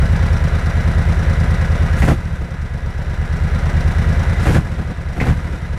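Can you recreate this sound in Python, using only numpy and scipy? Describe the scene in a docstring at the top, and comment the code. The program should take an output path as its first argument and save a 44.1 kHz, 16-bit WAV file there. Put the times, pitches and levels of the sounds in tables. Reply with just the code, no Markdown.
"""First you hear a V-twin motorcycle idling outdoors, from just above its tank.
Its exhaust beats come in pairs and echo in the pipes, over engine clatter and ticking valves.
The throttle gets three quick twists, or blips. Each time the air intake barks and the revs jump;
as they sag, the cold engine coughs and misses a beat. Two of the blips bring a metallic knock.
An automatic volume control turns the sound down at loud barks, then creeps back up."""
import sys
import numpy as np
from scipy import signal
from scipy.fft import rfft, irfft
from scipy.io import wavfile
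from scipy.ndimage import uniform_filter1d

SR = 44100
rng = np.random.default_rng(int(sys.argv[2]) if len(sys.argv) > 2 else 0)


def put_to_file(sound):
    """Save the sound as 16-bit audio at rate SR, in the file named by the first command-line argument."""
    columns = np.atleast_2d(sound).T  # one column per channel
    safe = np.clip(columns, -1, 1)
    whole_steps = np.round(safe * 32767)
    wavfile.write(sys.argv[1], SR, whole_steps.astype(np.int16))


N = 254891
T, HZ = np.arange(N) / SR, np.fft.rfftfreq(2 * N, 1 / SR)
REAR_LAG_CYCLES, START_CYCLES = .354, .056  # one engine cycle is two turns of the crank

# each cylinder's exhaust pulse and its echoes in the pipe: delay_s, level_db, bandwidth_hz
FRONT_PIPE = [(0, -3.9, 106), (.0151, 1.3, 88), (.0259, -2, 95)]
REAR_PIPE = [(0, -5.3, 148), (.0151, -5.8, 122), (.0255, -12, 176), (.0428, -12.5, 110)]
# notes at which the silencers and the engine cases ring: pitch_hz, width_hz, boost_db
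SILENCER_NOTES = [(94.6, 17.5, 2.5), (159, 16.7, 10), (185, 6, 0.5)]
CASE_NOTES = [(344, 29, 1), (440, 30, 1.5), (529, 54.4, 7), (705, 60.5, 2), (838, 82, 2.5), (973, 52, 2.5),
              (1117, 64, -2.5), (1232, 22, 6), (1385, 35, 7.5), (1529, 76, 7), (1668, 48, 5.5),
              (1925, 31, 6.5), (1997, 67, 7.5), (2380, 126, -2), (2570, 240, 1), (3595, 109, 3),
              (3947, 154, 8), (5626, 195, 4.5), (7710, 230, 4), (8860, 300, 3)]
# valve and piston taps in each cycle: start_cycles, length_cycles, clatter_db, tick_db
ENGINE_TAPS = [(.21, 0.089, -11.5, 2), (0.57, 0.1, -10.5, 2), (.53, 0.0347, -7, -20),
               (.8, 0.014, -8.5, -12.5), (0.9, 0.035, -36, -2.5)]
# the tone of each noise, from bass to treble: pitch_hz, level_db
RUMBLE_TONE = [(14, -37), (28, -13), (60, -5), (100, -5), (160, 0.5), (200, -7.5), (290, -15.5),
               (600, -36.5), (2000, -56.5)]
CLATTER_TONE = [(140, -30.5), (230, 2), (310, -10.5), (345, -3.5), (606, -6), (698, -4.5), (877, -11),
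                (975, -7), (1140, -10.5), (1250, -8), (1970, -9.5), (2810, -19), (5480, -27), (10900, -35),
                (15500, -54)]
TICK_TONE = [(1500, -5), (2800, -17), (3700, -2.5), (4800, 2), (5600, 1.5), (7000, -6.5), (10500, -9.5),
             (13000, -18.5), (16000, -27)]
HISS_TONE = [(400, -31), (1800, 12), (4000, 0), (7000, -1), (10500, -3), (13000, -10.5), (16000, -20)]
BOOM_TONE = [(50, -19.5), (110, 2), (165, 8), (220, 1.5), (290, 0.5), (400, -7), (500, -7), (620, -11.5),
             (750, -8), (900, -19), (1400, -21.5), (3000, -34), (9000, -46), (16000, -58)]
RASP_TONE = [(300, -6.5), (900, 3.5), (1600, 5.5), (2300, -1.5), (3000, -7.5), (5000, -18), (13000, -29),
             (16000, -46)]
KNOCK_TONE = [(300, -11), (750, -3.5), (1050, -5.5), (1350, -21), (1550, -3), (1750, -8), (1950, 4),
              (2250, -4.5), (2600, -7), (3300, -22), (6000, -29), (14000, -50)]
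# idle speed, which sags after a blip: time_s, speed_rpm
IDLE_SPEED = [(0, 1150.2), (.25, 1160.7), (.45, 1076.5), (1.1, 1149.5), (1.9, 1127.2), (2.7, 943.8),
              (3.4, 1090.1), (3.8, 1091.6), (4.4, 1201.4), (5.1, 961.7), (5.78, 824.4)]
# throttle blips: open_s, shut_s, hiss_db, push_db, pickup_s, climb_s, added_rpm, coast_s
BLIPS = [(1.962, 2.135, -27, 9.2, 1.9464, .1947, 651.8, 0.33),
         (4.4, 4.582, -29.3, 7.3, 4.4614, 0.1789, 686.2, 0.25),
         (5.102, 5.327, -36, 7.3, 5.2133, .0939, 827.6, .3229)]
# missed beats: time_s, change_db
MISFIRES = [(2.485, -16), (4.953, -9), (5.6, -9)]
# intake barks, and small coughs as the revs sag: start_s, length_s, boom_db, rasp_db
BARKS = [(2.014, 0.029, -7.5, -27.5), (2.07, 0.056, -5, -20), (2.406, 0.017, -18, -38),
         (4.451, 0.058, -13.5, -26), (4.541, 0.042, -8.5, -20.5), (4.774, 0.046, -20, -37),
         (4.89, 0.022, -17, -39.5), (5.158, 0.022, -14.5, -31), (5.203, 0.03, -12.5, -23.5),
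         (5.253, 0.062, -12.5, -23.5), (5.466, .012, -20, -40), (5.52, 0.017, -17.5, -36)]
# knocks as the engine takes up the load: start_s, level_db
KNOCKS = [(2.019, -13), (5.2, -11.5)]


def amp(db):
    """Turns decibels into a gain to multiply by."""
    return 10 ** (np.asarray(db) / 20)


def unit_power(x):
    """Scales a signal to an average power of one."""
    return x / np.sqrt(np.mean(x ** 2) + 1e-20)


def tone(points):
    """Joins (pitch_hz, level_db) points into a gain for every frequency."""
    hz, db = np.transpose(points)
    return amp(np.interp(np.log(HZ + 1), np.log(hz), db))


def ring(x, gain):
    """Gives x a tone that rings after each tap, never before; white noise keeps its power."""
    log_gain = np.log(np.maximum(unit_power(gain), 1e-5))
    mirrored = np.interp(abs(np.fft.fftfreq(16384, 1 / SR)), HZ, log_gain)
    response = np.fft.ifft(np.exp(np.conj(signal.hilbert(mirrored)))).real[:8192]
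    return signal.oaconvolve(x, response)[:N]


def wander(per_s):
    """Glides to a new random value per_s times a second."""
    return unit_power(np.interp(T * per_s, np.arange(N), rng.uniform(-1, 1, N)))


def grit(grain_db):
    """Rough noise, like many tiny hits of uneven size."""
    return unit_power(rng.standard_normal(N) * amp(grain_db * wander(900)))


def exhaust(cycles, rpm, strength_db, level_db=45.2, uneven_db=.96, jitter_s=.000318, outlet_hz=22):
    """Each cylinder sends a pulse down its own pipe, and the pipe echoes it back."""
    strength, beats = amp(strength_db), 0
    # at higher revs the valves open faster, so the pulses are shorter and brighter
    revved = np.clip((rpm - rpm[0]) / (rpm.max() - rpm[0]), 0, 1)
    for lag, pipe in ((0, FRONT_PIPE), (REAR_LAG_CYCLES, REAR_PIPE)):
        fires_at = np.flatnonzero(np.diff(np.floor(cycles - lag), prepend=np.floor(-lag - START_CYCLES)))
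        size, late = rng.standard_normal((len(fires_at), 2)).T
        fires_at = np.clip(fires_at + (late * jitter_s * SR).astype(int), 0, N - 1)
        firings = np.zeros(N)
        firings[fires_at] = -strength[fires_at] * amp(uneven_db * size)
        for share, brightness in ((1 - revved, 1), (revved * amp(-4), 1.36)):
            echoes = sum(amp(db) * np.exp(-2j * np.pi * HZ * delay_s - (HZ / hz / brightness) ** 2)
                         for delay_s, db, hz in pipe)
            beats = beats + rfft(firings * share, 2 * N) * echoes
    silencer = 1 + sum((amp(db) - 1) / (1 + 2j * (HZ - hz) / width) for hz, width, db in SILENCER_NOTES)
    s = 1j * HZ / outlet_hz
    outlet = s * s / (1 + s / 2 + s * s)  # an open pipe end sends out no steady pressure
    low_cut = tone([(18, -24), (27, 0)])
    return amp(level_db) * irfft(beats * silencer * outlet * low_cut)[:N]


def gas_rumble(cycles, rpm, level_db=-28, depth=.095, speed_db=5):
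    """Swirling gas swells after each pair of beats, and grows with the revs."""
    swell = (1 + depth * np.cos(2 * np.pi * (cycles - .5))) * amp(speed_db * np.log2(rpm / rpm[0]))
    return amp(level_db) * ring(rng.standard_normal(N) * swell, tone(RUMBLE_TONE))


def clatter_and_ticks(cycles, rpm, clatter_db=-28.5, tick_db=-44, speed_db=4, gear_share=.31):
    """Gears churn nonstop; valves and pistons hit at set points in each cycle and ring the cases."""
    churn, ticks = np.ones(N), np.zeros(N)
    for start, length, tap_db, click_db in ENGINE_TAPS:
        age = 2 * ((cycles - start) % 1) / length
        taps = age * np.exp(1 - age) * amp(wander(9))  # a cluster of taps swells and dies
        churn += amp(tap_db) * taps
        ticks += amp(click_db) * taps
    # the same gear teeth and chain links meet again in every cycle
    link_sizes = rng.standard_normal(512)
    link = np.floor(cycles * len(link_sizes)).astype(int)
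    gears = unit_power(np.diff(link, prepend=link[0]) * link_sizes[link % len(link_sizes)])
    rattle = np.sqrt(gear_share) * gears + np.sqrt(1 - gear_share) * grit(1.536)
    cases = amp(sum(db / (1 + (2 * (HZ - hz) / width) ** 2) for hz, width, db in CASE_NOTES))
    # the thin cooling fins ring at many close, uneven pitches in the treble
    fins = amp(2 * np.clip(HZ / 2500, 0, 1) * np.interp(HZ / 45, np.arange(N), rng.standard_normal(N)))
    treble_cut = tone([(2500, -.22), (6000, -1.8)])
    clatter = amp(clatter_db) * ring(rattle * churn, tone(CLATTER_TONE) * cases * fins * treble_cut)
    valves = amp(tick_db) * ring(grit(.8) * ticks, tone(TICK_TONE) * fins)
    return (clatter + valves) * amp(speed_db * np.log2(rpm / rpm[0]))


def throttle(snap_s=.018, suction_db=-43.5, misfire_s=.03, droop_db_per_rpm=.008):
    """Each blip lets in air: the beats get stronger and the revs climb, then coast down."""
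    rpm = np.interp(T, *np.transpose(IDLE_SPEED))
    strength_db, hiss_gain = 0, 0
    for open_s, shut_s, hiss_db, push_db, pickup_s, climb_s, added_rpm, coast_s in BLIPS:
        held = np.exp(-np.maximum(T - shut_s, 0) / snap_s)
        opening = np.clip((T - open_s) / (shut_s - open_s), 0, 1) ** .64 * held  # rolls on, snaps shut
        coasting = np.exp(-(np.maximum(T - pickup_s - climb_s, 0) / coast_s) ** 2)
        surge = np.clip((T - pickup_s) / climb_s, 0, 1) * coasting
        rpm = rpm + added_rpm * surge
        strength_db = strength_db + push_db * np.sqrt(surge) * held
        suction = amp(suction_db) * surge * (1 - held)  # high revs pull air past the shut throttle
        hiss_gain = hiss_gain + amp(hiss_db) * opening + suction
    missed_db = sum(db * (abs(T - time_s) < misfire_s / 2) for time_s, db in MISFIRES)
    droop_db = droop_db_per_rpm * np.minimum(rpm - rpm[0], 0)  # beats weaken below normal idle
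    return rpm, strength_db + droop_db + missed_db, hiss_gain


def air_intake(hiss_gain, rise_s=.012, fall_s=.0189):
    """Air hisses through the throttle, and each gulp of it barks in the air box."""
    boom_gain, rasp_gain = np.zeros(N), np.zeros(N)
    for start_s, length_s, boom_db, rasp_db in BARKS:
        age_s = T - start_s
        gulp = np.clip(age_s / rise_s, 0, 1) * np.exp(-np.maximum(age_s - length_s, 0) / fall_s)
        boom_gain += amp(boom_db) * gulp
        rasp_gain += amp(rasp_db) * gulp
    hiss = ring(grit(2) * hiss_gain, tone(HISS_TONE))
    boom = ring(grit(5) * boom_gain, tone(BOOM_TONE))
    rasp = ring(grit(2.5) * rasp_gain, tone(RASP_TONE))
    return hiss + boom + rasp


def knocks(rise_s=.0016, decay_s=.023, level_db=-1):
    """A hard blow makes the engine block ring briefly at many pitches."""
    blows = sum(amp(db) * np.clip((T - start_s) / rise_s, 0, 1) * np.exp(-abs(T - start_s) / decay_s)
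                for start_s, db in KNOCKS)
    return amp(level_db) * ring(rng.standard_normal(N) * blows, tone(KNOCK_TONE))


def scene():
    """The throttle sets the engine's pace, and all the sounds add up in one channel."""
    rpm, strength_db, hiss_gain = throttle()
    cycles = START_CYCLES + np.cumsum(rpm / 120) / SR
    engine = exhaust(cycles, rpm, strength_db) + gas_rumble(cycles, rpm) + clatter_and_ticks(cycles, rpm)
    return (engine + air_intake(hiss_gain) + knocks())[None]


def record(dry, limit_db=-9, recover_db_per_s=6, average_s=.017, top_hz=15700):
    """Volume drops fast on loud sound and creeps back; peaks are rounded and the top treble is cut."""
    power_db = 10 * np.log10(abs(uniform_filter1d(dry[0] ** 2, int(average_s * SR))) + 1e-12)
    recovery_db = T * recover_db_per_s
    peak_db = np.maximum.accumulate(power_db + recovery_db) - recovery_db
    over_db = np.maximum(peak_db - limit_db, 0)
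    turned_down = dry / amp(uniform_filter1d(over_db, size=200))
    rounded = turned_down / (1 + turned_down ** 8) ** (1 / 8)
    treble_cut = signal.firwin(511, top_hz, window=("kaiser", 9), fs=SR)
    return signal.oaconvolve(rounded, treble_cut[None], "same")


dry = scene()
out = record(dry)
put_to_file(out)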